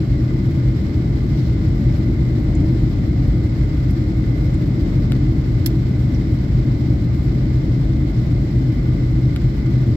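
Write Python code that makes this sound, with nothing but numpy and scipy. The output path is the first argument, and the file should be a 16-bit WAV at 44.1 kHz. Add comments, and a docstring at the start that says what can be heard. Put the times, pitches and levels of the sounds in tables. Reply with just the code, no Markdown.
"""Night flight, beside the wing

Engines and air rushing along the airliner's skin fill the cabin with a deep rumble and a drone.
Panels and ducts sing in the flow, air vents hiss, fans whine faintly and a thin whistle comes forward.
A sleeve brushes past, plastic trim ticks, a small hand-held case is tapped and a latch snaps once."""
import sys
import numpy as np
from scipy import signal
from scipy.fft import rfft, irfft
from scipy.io import wavfile
from scipy.ndimage import uniform_filter1d

SR = 44100
rng = np.random.default_rng(int(sys.argv[2]) if len(sys.argv) > 2 else 0)


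def output_pcm(signal):
    """Save a mono or channel-first signal as 16-bit PCM at the path in sys.argv[1].

    Samples are clipped to [-1, 1] before scaling.
    """
    pcm = np.clip(np.atleast_2d(signal).T, -1, 1) * 32767
    wavfile.write(sys.argv[1], SR, np.round(pcm).astype(np.int16))


N = 439236
TIME = np.arange(N) / SR
HZ = np.maximum(np.arange(N // 2 + 1) * SR / N, 1)


def from_db(db):
    """Turn decibels into a number to multiply a sound by."""
    return 10 ** (np.asarray(db) / 20)


def at_hz(points):
    """Join a table's points into a curve with a value for every frequency."""
    hz, value = np.transpose(points)
    return np.interp(np.log(HZ), np.log(hz), value)


def pan(lean_db):
    """Left and right gains. A lean above zero is louder on the left, below zero on the right."""
    return from_db(np.array([[.5], [-.5]]) * lean_db)


def white():
    """The spectra of two unrelated noises, equally strong at all frequencies."""
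    real, imaginary = rng.standard_normal((2, 2, len(HZ)))
    return (real + 1j * imaginary) * np.sqrt(N * SR) / 2


def drift(rate_hz, size=4096):
    """A smooth random wobble, typically of size 1; a higher rate makes it quicker."""
    hz = np.arange(size // 2 + 1) * SR / N
    slow = irfft(rfft(rng.standard_normal(size)) / (1 + (hz / rate_hz) ** 2), size)
    wobble = (slow - slow.mean()) / slow.std()
    return np.interp(np.linspace(0, size - 1, N), np.arange(size), wobble)


def tone(hz, wander_hz, rate_hz):
    """A pure tone whose pitch wanders a little."""
    phase = 2 * np.pi * np.cumsum(hz + wander_hz * drift(rate_hz)) / SR
    return np.sqrt(2) * np.sin(phase)


def steady(noise, window_s=0.38):
    """Even out the slow changes in a noise's loudness."""
    size = max(int(window_s * SR), 1)
    power = uniform_filter1d(uniform_filter1d(np.mean(noise ** 2, axis=0), size), size)
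    return noise * np.sqrt(power.mean() / power)


# How alike left and right sound, 1 being the same: (frequency [Hz], likeness [-1 to 1])
SIDE_LIKENESS = [(60, 0.99), (150, 1), (250, 0.93), (340, 0.97), (480, 0.68), (650, 0.44), (900, 0.24),
                 (1400, -0.27), (1900, 0.22), (2500, -0.14), (3500, -0.0055)]
def cabin_noise(colour):
    """Noise from all around: long waves reach both sides alike, short ones do not."""
    alike = np.clip(at_hz(SIDE_LIKENESS), -1, 1)
    mid, side = white()
    shared = np.sqrt((1 + alike) / 2) * mid
    opposed = np.sqrt((1 - alike) / 2) * side * [[1], [-1]]
    return irfft((shared + opposed) * colour, N)


def resonate(bands, window_s):
    """Swirling air drives narrow bands of noise; the narrower a band, the slower it throbs."""
    power = 0
    for hz, width, level_db, lean_db in bands:
        shape = 1 / (1 + ((HZ - hz) / width) ** 2) ** 2
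        area = shape.sum() * SR / N
        power = power + shape / area * (from_db(level_db) * pan(lean_db)) ** 2
    return steady(cabin_noise(np.sqrt(power)), window_s)


def swell(top_s=2.4, build_db_per_s=1.1, ease_db_per_s=0.42):
    """The airflow builds up once, then slowly eases; in dB, with 0 at its top."""
    return np.minimum(build_db_per_s * (TIME - top_s), ease_db_per_s * (top_s - TIME))


def bump(middle_s, half_s):
    """A smooth rise from 0 to 1 and back."""
    return np.exp(-((TIME - middle_s) / half_s) ** 2)


# Gusts and lulls: (middle time [s], half length [s], level change [dB])
AIR_GUSTS = [(1.8, 0.25, 0.5), (2.6, 0.14, 2.5), (3.754, 0.28, -1.7), (4.97, 0.3, 1.5), (9.48, 0.21, -1.5)]
def gusts():
    """Patches of rough or calm air briefly lift or drop the roar, in dB."""
    return sum(lift_db * bump(s, half_s) for s, half_s, lift_db in AIR_GUSTS)


# Engines and airflow heard through the hull: (frequency [Hz], base level [dB])
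RUMBLE_COLOUR = [(14, -68), (26, -54), (35, -52.5), (48, -33.5), (70, -38), (97, -40), (150, -43),
                 (240, -49), (325, -45.5), (368, -58.5), (465, -67.5), (580, -67), (800, -76.5),
                 (6000, -125)]
# How the rumble leans to the left: (frequency [Hz], lean [dB])
RUMBLE_SIDES = [(60, 0), (160, 1.5), (245, 3.5), (335, 1.1), (400, 6), (540, -0.5), (760, 7), (1100, -4.5)]
def rumble(deep_db, roar_db, split_hz=130):
    """Deep jet rumble and the roar of air along the skin, both muffled by the hull."""
    colour = from_db(at_hz(RUMBLE_COLOUR)) * pan(at_hz(RUMBLE_SIDES))
    deep_share = 1 / (1 + (HZ / split_hz) ** 8)
    deep = steady(cabin_noise(colour * np.sqrt(deep_share)))
    roar = steady(cabin_noise(colour * np.sqrt(1 - deep_share)))
    return deep * from_db(deep_db) + roar * from_db(roar_db)


# The noisy part of the engines' drone: (pitch [Hz], width [Hz], base level [dB], lean [dB])
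DRONE_BAND = [(123, 12.4, -21.6, 1.1)]
def drone(gain_db, hum_hz=125.4, hum_base_db=-25.1):
    """The engines hum: a wandering tone throbs against the narrow band of noise around it."""
    hum = tone(hum_hz, wander_hz=1.5, rate_hz=1.9) * from_db(hum_base_db)
    band = resonate(DRONE_BAND, window_s=0.17)
    return (band + hum) * from_db(gain_db)


# The notes of panels and air ducts: (pitch [Hz], width [Hz], level [dB], lean [dB])
PANEL_NOTES = [(200, 42, -36, 1.5), (411.2, 3.9, -47.5, -2.5), (500.4, 5, -57, 8.5), (571, 9.2, -53, 2),
               (1194, 26, -58.5, 5), (1451, 76, -57, -4), (2070, 100, -50.5, -4), (2170, 33, -63, -5)]
def panels():
    """Panels and ducts sing breathy notes as the air flows past."""
    return resonate(PANEL_NOTES, window_s=0.22)


# The vents' hiss on each side: (frequency [Hz], base level [dB])
VENT_LEFT = [(400, -70), (1050, -78), (1800, -78), (2400, -81), (2650, -85.5), (3600, -85.5), (4150, -88.5),
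             (4600, -101), (5300, -91), (6850, -99), (7500, -92), (8700, -106), (15500, -105.5)]
VENT_RIGHT = [(400, -87), (1300, -80.5), (1800, -81), (2400, -82.5), (2650, -85.5), (3900, -82),
              (5100, -81.5), (6200, -92.5), (6850, -94), (7450, -90.5), (8800, -108), (10900, -107),
              (11800, -95.5), (15500, -106)]
def vents(flutter_db=0.96, flicker_db=1.5, top_hz=8500):
    """Air hisses from the vents; the whole hiss flutters slightly and its very top flickers."""
    colour = from_db([at_hz(VENT_LEFT), at_hz(VENT_RIGHT)])
    top_share = 1 / (1 + (top_hz / HZ) ** 10)
    hiss = cabin_noise(colour * np.sqrt(1 - top_share))
    top = cabin_noise(colour * np.sqrt(top_share)) * from_db(flicker_db * drift(rate_hz=30))
    return (hiss + top) * from_db(flutter_db * drift(rate_hz=28))


# The whines of fans and pumps: (pitch [Hz], typical level [dB], lean [dB])
FAN_WHINES = [(1254, -69, 0), (2230, -69, 2), (3050, -72, -9), (3716, -75, -5), (4118, -69.3, -13),
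              (4200, -72.5, -10)]
def fans(waver_db=2.5):
    """Spinning blades make thin tones that waver in pitch and strength."""
    whines = 0
    for hz, level_db, lean_db in FAN_WHINES:
        whine = tone(hz, wander_hz=3, rate_hz=8.8)
        strength = from_db(level_db - waver_db * drift(rate_hz=8.9))
        whines = whines + whine * strength * pan(lean_db)
    return whines


def whistle(hz=15360, base_db=-84.5, lift_db=6):
    """A faint, very high whistle comes forward for a while and sinks back."""
    level_db = base_db + lift_db * bump(middle_s=7.6, half_s=1.4)
    return tone(hz, wander_hz=6, rate_hz=8) * from_db(level_db)


# Soft strokes of a sleeve: (middle time [s], half length [s], base level [dB])
SLEEVE_STROKES = [(1.385, 0.028, -83), (1.457, 0.052, -86)]
# The tone colour of rubbing cloth: (frequency [Hz], level change [dB])
CLOTH_COLOUR = [(1500, -17), (4200, 1.5), (6000, -6), (9000, -26), (13000, -17), (16000, -23)]
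def sleeve(grain_db=0.5, lean_db=-9):
    """A sleeve brushes past: the rubbing makes a grainy noise that swells and fades."""
    strokes = sum(from_db(level_db) * bump(s, half_s) for s, half_s, level_db in SLEEVE_STROKES)
    rubbing = irfft(white() * from_db(at_hz(CLOTH_COLOUR)), N)
    grain = from_db(grain_db * drift(rate_hz=90))
    return rubbing * grain * strokes * pan(lean_db)


def snap(start_s, colour_db, chatter_s=.0032, crack_s=.02, tail_s=.12, tail_db=-11.5, dull_hz=8000):
    """Hard parts chatter with a crack, then the seats soak up a short, duller tail."""
    age = np.clip(TIME - start_s, 0, 1)
    crack_fade = from_db(-60 * np.maximum(age - chatter_s, 0) / crack_s)
    tail_fade = from_db(tail_db - 60 * age / tail_s)
    spectrum = white() * from_db(colour_db)
    dulling = 1 / np.hypot(1, HZ / dull_hz)
    crack = irfft(spectrum, N) * crack_fade
    tail = irfft(spectrum * dulling * 1j, N) * tail_fade  # 1j shifts each wave a quarter cycle
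    return (crack + tail) * (TIME >= start_s)


# Ticks of plastic trim: (time [s], base level [dB], lean [dB], pitch [Hz], width [Hz])
TRIM_TICKS = [(2.551, -77.5, -7, 7200, 950), (3.275, -92, -2, 12500, 2500),
              (3.9078, -85.5, -1, 11200, 4200), (4.5409, -79.5, -5, 7600, 700),
              (6.146, -74, -11, 5550, 300)]
def trim():
    """Pieces of trim slip, each with a tiny snap around its own pitch."""
    ticks = 0
    for s, level_db, lean_db, hz, width in TRIM_TICKS:
        colour_db = level_db - 20 * np.log10(1 + ((HZ - hz) / width) ** 2)
        ticks = ticks + snap(s, colour_db) * pan(lean_db)
    return ticks


def ring(hits, notes):
    """Each hit sets an object's notes ringing; a note fades by 60 dB in its ring time."""
    clicks = np.zeros(N)
    for s, level_db in hits:
        clicks[round(s * SR)] = from_db(level_db)
    ringing = 0
    for k, (hz, level_db, ring_s, lean_db) in enumerate(notes):
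        decay = from_db(-60 / (ring_s * SR))
        turn = 2 * np.pi * hz / SR
        feedback = [1, -2 * decay * np.cos(turn), decay * decay]
        note = signal.lfilter([0, np.sin(turn)], feedback, clicks + 1e-18)
        direction = (-1) ** k  # every other note starts by swinging the opposite way
        ringing = ringing + from_db(level_db) * note * pan(lean_db) * direction
    return ringing


# Taps on a hand-held case: (time [s], strength [dB])
CASE_TAPS = [(5.1207, -14.5), (9.3617, -17.5), (9.3667, -25.5)]
# The case's notes: (pitch [Hz], level per full hit [dB], ring time [s], lean [dB])
CASE_NOTES = [(1420, -11.5, .014, -4), (2330, -9.5, .0052, 9), (2990, -8, .0072, 1), (3770, -7, .0049, -1),
              (4650, -16.5, .006, -12), (5550, -19, .0027, -4), (7470, -14.5, .0034, 3),
              (9440, -22, .0029, 14), (11760, -17, .0026, 7), (15300, -28, .0023, 14)]
def taps(lag_s=.0001):
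    """Each tap rings the small case very briefly; the right side hears it a moment later."""
    left, right = ring(CASE_TAPS, CASE_NOTES)
    return np.array([left, np.roll(right, round(lag_s * SR))])


# The latch shuts and bounces: (time [s], strength [dB])
LATCH_HITS = [(5.6608, 0), (5.6632, -9), (5.6716, -15)]
# Its metal parts' notes: (pitch [Hz], level per full hit [dB], ring time [s], lean [dB])
LATCH_NOTES = [(2050, -33.5, .07, -2), (3350, -28, .036, -6), (4360, -29, .04, -14), (5240, -25, .033, -12),
               (7280, -32.5, .042, -6), (7800, -34, .04, -4), (11170, -21.5, .028, -2),
               (11780, -23, .026, -11), (12850, -23, .025, -8), (14400, -29.5, .024, 7),
               (15350, -35, .035, 2)]
# The tone colour of its crack: (frequency [Hz], base level [dB])
CRACK_COLOUR = [(700, -80), (1600, -66.5), (2800, -66), (4200, -65), (6300, -67), (7500, -69),
                (9000, -70.5), (12500, -63), (16000, -62)]
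def latch(lean_db=-3.5, lag_s=.000135):
    """A latch on the right cracks shut and its metal rings; the left side hears it a moment later."""
    cracks = sum(snap(s, level_db + at_hz(CRACK_COLOUR)) for s, level_db in LATCH_HITS)
    left, right = ring(LATCH_HITS, LATCH_NOTES) + cracks * pan(lean_db)
    return np.array([np.roll(left, round(lag_s * SR)), right])


def scene():
    """The rumble follows the airflow, the drone grows as it eases, and small sounds sit on top."""
    flow_db = swell()
    deep_db = 0.95 + 0.93 * flow_db + 0.5 * drift(rate_hz=1.4)  # offset + swell + random throb
    roar_db = 0.8 + 0.24 * flow_db + gusts()
    drone_db = -2 - 0.95 * flow_db + 0.6 * drift(rate_hz=1.4)
    engines = rumble(deep_db, roar_db) + drone(drone_db)
    cabin = panels() + vents() + fans() + whistle()
    small_sounds = taps() + latch() + trim() + sleeve()
    return engines + cabin + small_sounds


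def record(dry, cutoff_hz=15900, fade_s=.004):
    """Fade both ends quickly and cut away the very highest treble."""
    fades = np.clip(np.minimum(TIME, TIME[::-1]) / fade_s, 0, 1)
    treble_cut = signal.ellip(10, .1, 80, cutoff_hz, fs=SR, output="sos")
    return signal.sosfilt(treble_cut, dry * fades)


dry = scene()
out = record(dry)
output_pcm(out)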